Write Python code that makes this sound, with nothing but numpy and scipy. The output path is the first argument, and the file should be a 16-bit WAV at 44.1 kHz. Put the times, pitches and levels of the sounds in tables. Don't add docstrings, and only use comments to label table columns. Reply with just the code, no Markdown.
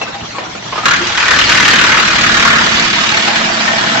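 import sys
import numpy as np
from scipy import signal
from scipy.fft import rfft, irfft, next_fast_len
from scipy.io import wavfile
from scipy.ndimage import uniform_filter1d, map_coordinates

SR = 44100
rng = np.random.default_rng(int(sys.argv[2]) if len(sys.argv) > 2 else 0)


def dump_mix(stems):
    frames = np.atleast_2d(stems).T
    limited = np.clip(frames, -1, 1)
    pcm = np.round(limited * 32767).astype(np.int16)
    wavfile.write(sys.argv[1], SR, pcm)


N = 176400
TIME_S = np.arange(N) / SR

# time_s, bark_db, crack_db
BITE = [(0.86, -13.5, -12), (0.93, -7, -9.5), (0.99, -24.5, -19), (1.15, -22.5, -18), (1.19, -11.5, -13),
        (1.32, -13, -15), (1.39, -10, -9.5), (1.465, -22.5, -17.5), (1.495, -9.5, -8.5), (1.7, -9, -8.5),
        (1.95, -8, -12), (2.13, -14, -11.5), (2.42, -9, -9.5), (2.57, -7, -12), (2.7, -17.5, -12.5),
        (3.15, -17.5, -12.5), (3.55, -18, -23.5), (3.95, -14, -19)]
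# freq_hz, gain_db
BARK_SPECTRUM = [(200, -41), (500, -8.5), (800, -16), (1100, -3), (1450, 1), (1850, -1), (2400, -10.5),
                 (3500, -20), (7500, -29)]
# freq_hz, gain_db
CRACK_SPECTRUM = [(900, -41), (2000, 5.5), (3000, 3), (4000, 2.5), (5000, -4.5), (6500, -4.5), (7800, -16)]
# pitch_hz, level_db, t60_s
HOUSING_MODES = [(1160, -5, .08), (1373, -3, .08), (1684, -1, .07), (1765, -3, .06), (2340, -3, .06)]
# time_s, pitch_hz
PLANK_NOTE = [(.86, 1370), (1.2, 1503), (2.05, 1503), (2.4, 1390), (2.8, 1570)]
# freq_hz, correlation
DIRECT_STEREO = [(250, 1), (500, 0.2), (1000, 1), (1600, 0.28), (3500, 0.8), (7000, 0.12)]

def cutting(blows, bark_attack_s=.0025):
    def strokes(attack_s, decay_s):
        return unit(signal.fftconvolve(blows, burst(0, attack_s, decay_s, ending=1.7))[:N])

    def housing(f):
        return sum(amp(db) * resonance(f, hz, width_hz=np.log(1000) / np.pi / t60_s)
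                   for hz, db, t60_s in HOUSING_MODES)

    bark_db, crack_db = curves(BITE)
    bend = amp(bark_db) * strokes(bark_attack_s, decay_s=.017)
    bark = bend * patchy(rush(BARK_SPECTRUM, DIRECT_STEREO), depth_db=2.4)
    splinters = coloured(grains(per_s=9000, spread_db=2), CRACK_SPECTRUM, DIRECT_STEREO)
    crack = amp(crack_db) * strokes(attack_s=.0008, decay_s=.013) * patchy(splinters, depth_db=2.7)
    ring = np.std(bend) * unit(filtered(bend * rush(BARK_SPECTRUM, DIRECT_STEREO), housing))
    phase = 2 * np.pi * np.cumsum(curves(PLANK_NOTE)[0]) / SR + wobble(20) / 2
    note = amp(bark_db) * strokes(bark_attack_s, decay_s=.03) * unit(np.sin(phase))
    return amp(-4) * bark + amp(-5.5) * crack + amp(-12) * ring + amp(-14) * note


# time_s, level_db
HARD_CUTS = [(.856, 5.5), (.909, 0.5), (1.068, 3.5), (1.175, 2), (1.281, 3.5), (1.307, 7), (1.385, 3),
             (1.493, 1.5), (1.68, 2.5), (2.80, 4), (3.17, 4), (3.36, 6.5), (3.68, 5)]

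def knife_blows(scatter_db=.8, jitter_s=.0005):
    passes = knife_passes()
    cut_s = np.interp(np.arange(int(passes[-1]) + 1), passes, TIME_S)
    strength, timing = rng.standard_normal((len(cut_s), 2)).T
    level_db = scatter_db * strength
    for time_s, hard_db in HARD_CUTS:
        level_db[np.argmin(abs(cut_s - time_s))] = hard_db
    starts = np.clip((cut_s + jitter_s * timing) * SR, 0, N - 1).astype(int)
    return np.bincount(starts, amp(level_db), N)


# time_s, cuts_per_s
DRUM_SPEED = [(0, 37.65), (2.35, 37.65), (2.6, 37.48), (3.5, 37.5), (4, 37.2)]

def knife_passes(first_cut_s=.855):
    passes = np.cumsum(curves(DRUM_SPEED)[0]) / SR
    return passes - np.interp(first_cut_s, TIME_S, passes)


# start_s, level_db, pitch_hz, decay_s
KNOCKS = [(0.013, -14, 2660, 0.017), (.076, -23, 1530, 0.016), (.143, -22, 797, 0.02),
          (0.207, -27, 862, 0.01), (.345, -26, 1098, 0.037), (0.382, -17.5, 990, 0.017),
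          (.43, -27, 752, 0.031), (0.551, -24, 1380, 0.007), (0.624, -26.5, 1960, 0.007),
          (0.724, -14.5, 1086, 0.014), (.756, -18, 996, 0.015), (.777, -14, 1224, 0.017),
          (0.829, -21.5, 1285, 0.061), (1.003, -22, 352.5, 0.034), (3.278, -13, 827, 0.011),
          (3.391, -19, 1746, 0.016)]
# freq_hz, gain_db
CLACK_SPECTRUM = [(60, -57.5), (200, -5), (500, 7), (1000, 7.5), (1600, 3.5), (2800, 1), (4500, -9.5),
                  (7800, -28)]

def plank_knocks(note_q=22):
    clack = rush(CLACK_SPECTRUM, DIRECT_STEREO)
    out = np.zeros((2, N))
    for start_s, level_db, pitch_hz, decay_s in KNOCKS:
        note = np.sqrt(2) * np.sin(2 * np.pi * pitch_hz * (TIME_S - start_s) + wobble(pitch_hz / note_q))
        out += amp(level_db) * burst(start_s, .09 * decay_s, decay_s) * (clack + note)
    return out


# time_s, level_db
CHIP_FLOW = [(0, -88), (.75, -29), (1.0, -22.5), (1.5, -14.5), (2.5, -17), (3.2, -17), (4, -17.5)]
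# freq_hz, gain_db
DUCT_SPECTRUM = [(150, -18.5), (330, -5.5), (480, -11), (700, -12), (950, -8.5), (1400, -12.5),
                 (2000, -2.5), (3200, -4), (5000, -8.5), (7800, -18)]
# freq_hz, left_minus_right_db
CHIP_BALANCE = [(1000, -1), (1500, 8.5), (3000, -7.5), (4200, -5.5), (5400, -10), (7500, -8)]
# freq_hz, correlation
DIFFUSE_STEREO = [(60, .98), (170, .98), (260, .7), (480, -.1), (950, .45), (2000, 0), (7000, 0)]

def small_chips(surge_db=.9):
    impacts = grains(per_s=3000, spread_db=2.5)
    pelting = patchy(coloured(impacts, DUCT_SPECTRUM, DIFFUSE_STEREO), depth_db=2.4)
    panned = filtered(pelting, lambda hz: pan(along(CHIP_BALANCE, hz)))
    return amp(curves(CHIP_FLOW)[0] + surge_db * wobble(40)) * panned


def large_chips(per_s=220, centre_hz=2000, spread_octaves=1.3, spread_db=2.5, decay_s=.02):
    count = int(per_s * N / SR)
    starts = rng.integers(N, size=count)
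    t = np.arange(SR // 10) / SR
    out = np.zeros((2, N + SR))
    for start, (pitch, size, *phases) in zip(starts, rng.standard_normal((count, 4))):
        pitch_hz = centre_hz * 2 ** (spread_octaves * np.tanh(pitch))
        ring = np.sin(2 * np.pi * pitch_hz * t + np.array(phases)[:, None]) * np.exp(-t / decay_s)
        out[:, start:start + len(t)] += amp(spread_db * size) * ring
    return amp(curves(CHIP_FLOW)[0]) * unit(out[:, :N])


# time_s, rumble_db, boom_db
SHAKE = [(0.3, -61, -38), (0.7, -39.5, -53), (0.87, -32, -20), (1.2, -40, -34), (1.35, -30.5, -26),
         (1.75, -32.5, -18), (2.0, -31.5, -25), (2.3, -28, -21), (2.55, -28, -21.5), (2.7, -34.5, -23),
         (3.3, -41, -25), (3.9, -48, -22)]
# freq_hz, gain_db
RUMBLE_SPECTRUM = [(20, -16), (40, -8.5), (70, -2), (95, -7), (140, -3.5), (300, -24)]
# freq_hz, gain_db
BOOM_SPECTRUM = [(60, -22), (115, -6.5), (150, -1), (208, 4.5), (290, 0), (350, -0.5), (450, -15),
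                 (900, -35)]

def frame(blows, pulsing=.73):
    rumble_db, boom_db = curves(SHAKE)
    jolts = signal.fftconvolve(blows, burst(0, attack_s=.003, decay_s=.042))[:N]
    push = 1 + pulsing * unit(jolts)
    rumble = amp(rumble_db) * unit(push * rush(RUMBLE_SPECTRUM, DIFFUSE_STEREO))
    boom = amp(boom_db) * unit(push * rush(BOOM_SPECTRUM, DIFFUSE_STEREO))
    return amp(3) * rumble + amp(-5) * boom


# time_s, level_db
TROUGH_LEVEL = [(0, -34), (.8, -39), (1.5, -30), (2.5, -23), (2.9, -26), (3.7, -19.5), (4, -19)]
# pitch_hz, width_hz, gain_db
TROUGH_MODES = [(673, 80, 5), (840, 240, -3.5)]

def trough(flutter_db=2, left_db=-11.5):
    def modes(f):
        return sum(amp(db) * abs(resonance(f, hz, width_hz)) ** 2 for hz, width_hz, db in TROUGH_MODES)

    hollow = unit(filtered(rng.standard_normal((2, N)), modes))
    return amp(curves(TROUGH_LEVEL)[0] + flutter_db * wobble(25.23)) * hollow * amp([[left_db], [0]])


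# time_s, level_db
DRONE_LEVEL = [(0, -45), (.9, -48.5), (1.3, -53.5), (2.0, -40), (2.3, -27.5), (3.0, -32), (3.4, -30),
               (4, -28.5)]
# cut_rate_multiple, level_db
DRONE_PARTIALS = [(5, -12), (6, 0), (9, -11)]
# freq_hz, gain_db
IDLE_SPECTRUM = [(29, -29), (50, -20.5), (149, -4.5), (549, -7.5), (989, -6), (2110, -10.5), (4310, -10.5),
                 (4990, -16), (5660, -13), (7600, -23)]

def machine(motor_hz=113, waver_db=2, waver_rad=.14, flutter_db=1):
    phase = 2 * np.pi * knife_passes()
    partials = sum(amp(db + waver_db * wobble(24.96)) * np.sin(multiple * phase + waver_rad * wobble(12))
                   for multiple, db in DRONE_PARTIALS)
    drone = amp(curves(DRONE_LEVEL)[0]) * partials
    motor = amp(-44) * np.sin(2 * np.pi * motor_hz * TIME_S + waver_rad * wobble(6.9))
    conveyor_db = -26 + flutter_db * wobble(35)
    conveyor = amp(conveyor_db) * patchy(rush(IDLE_SPECTRUM, DIFFUSE_STEREO), depth_db=4)
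    return np.sqrt(2) * (drone + motor) + conveyor


# left_delay_s, right_delay_s, gain
WALL_ECHOES = [(.0021, 0.0024, 0.091), (.0041, .0046, -0.16), (.0061, 0.0065, 0.32)]

def walls(x):
    def comb(hz):
        return 1 + sum(gain * np.exp(-2j * np.pi * np.outer([left_s, right_s], hz))
                       for left_s, right_s, gain in WALL_ECHOES)

    return np.std(x) * unit(filtered(x, comb))


# freq_hz, t60_s
HALL_DECAY = [(100, 0.63), (1500, 0.9), (7800, 0.088)]

def hall(x):
    hz, t, noise = signal.stft(rng.standard_normal((2, SR // 2)), SR, nperseg=256)
    decay = amp(-60 * t / along(HALL_DECAY, hz)[:, None])
    tail = signal.istft(noise * decay, SR, nperseg=256)[1]
    return signal.fftconvolve(x, tail / np.linalg.norm(tail[0]), axes=1)[:, :N]


def amp(db):
    return 10 ** (np.asarray(db) / 20)


def pan(left_minus_right_db):
    return amp(np.outer([1, -1], left_minus_right_db) / 2)


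def unit(x):
    return x / np.sqrt(np.mean(x ** 2) + 1e-20)


def along(points, hz):
    freq_hz, values = np.transpose(points)
    return np.interp(np.log(hz + 1), np.log(freq_hz + 1), values)


def curves(rows):
    time_s, *columns = np.transpose(rows)
    return [np.interp(TIME_S, time_s, column) for column in columns]


def wobble(knots_per_s):
    knots = rng.standard_normal(int(N * knots_per_s / SR) + 4)
    return map_coordinates(knots, [TIME_S * knots_per_s])


def burst(start_s, attack_s, decay_s, ending=1):
    t = np.maximum(TIME_S - start_s, 0)
    return (1 - np.exp(-t / attack_s)) * np.exp(-(t / decay_s) ** ending)


def filtered(x, response):
    size = next_fast_len(N + SR // 2)
    return irfft(rfft(x, size) * response(np.fft.rfftfreq(size, 1 / SR)), size)[..., :N]


def resonance(f, pitch_hz, width_hz):
    return 1j * f * width_hz / (pitch_hz ** 2 - f ** 2 + 1j * f * width_hz)


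def coloured(pair, spectrum, correlation):
    def response(hz):
        angle = np.arccos(np.clip(along(correlation, hz), -1, 1)) / 2
        return amp(along(spectrum, hz)) * [np.cos(angle), np.sin(angle)]

    mid, side = filtered(pair, response)
    return unit(np.array([mid + side, mid - side]))


def rush(spectrum, correlation):
    return coloured(rng.standard_normal((2, N)), spectrum, correlation)


def grains(per_s, spread_db):
    hits = rng.random((2, N)) < per_s / SR
    signs = np.sign(rng.standard_normal((2, N)))
    return hits * signs * amp(spread_db * rng.standard_normal((2, N)))


def patchy(pair, depth_db):
    spectra = signal.stft(pair, nperseg=512)[2]
    patches = uniform_filter1d(rng.standard_normal(spectra.shape[1:]), size=4, axis=0)
    patches = uniform_filter1d(patches, size=5, axis=1)
    return unit(signal.istft(spectra * amp(depth_db * unit(patches)), nperseg=512)[1][:, :N])


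# time_s, left_lag_ms, left_minus_right_db
MIC_TURN = [(0, 0.083, 1.3), (1.6, 0.013, 1.8), (2.7, 0.17, 0), (3.3, 0.21, 0.5), (4, 0.29, 2)]

def scene():
    blows = knife_blows()
    left, right = cutting(blows) + plank_knocks()
    lag_ms, balance_db = curves(MIC_TURN)
    late_left = map_coordinates(left, [np.arange(N) - lag_ms * SR / 1000])
    mouth = np.array([late_left, right])
    bright = walls(mouth + amp(-9) * hall(mouth) + small_chips() + amp(-5) * large_chips())
    return bright * pan(balance_db) + frame(blows) + trough() + machine()


def record(dry, band_hz=7780, top_hz=16000, gain_db=.69):
    def squash(x, ceiling, knee):
        return x / (1 + abs(x / ceiling) ** knee) ** (1 / knee)

    narrow = filtered(squash(dry, ceiling=1.07, knee=5), lambda hz: hz < band_hz)
    limited = squash(amp(gain_db) * narrow, ceiling=.96, knee=14)
    return filtered(limited, lambda hz: hz < top_hz)


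dry = scene()
out = record(dry)
dump_mix(out)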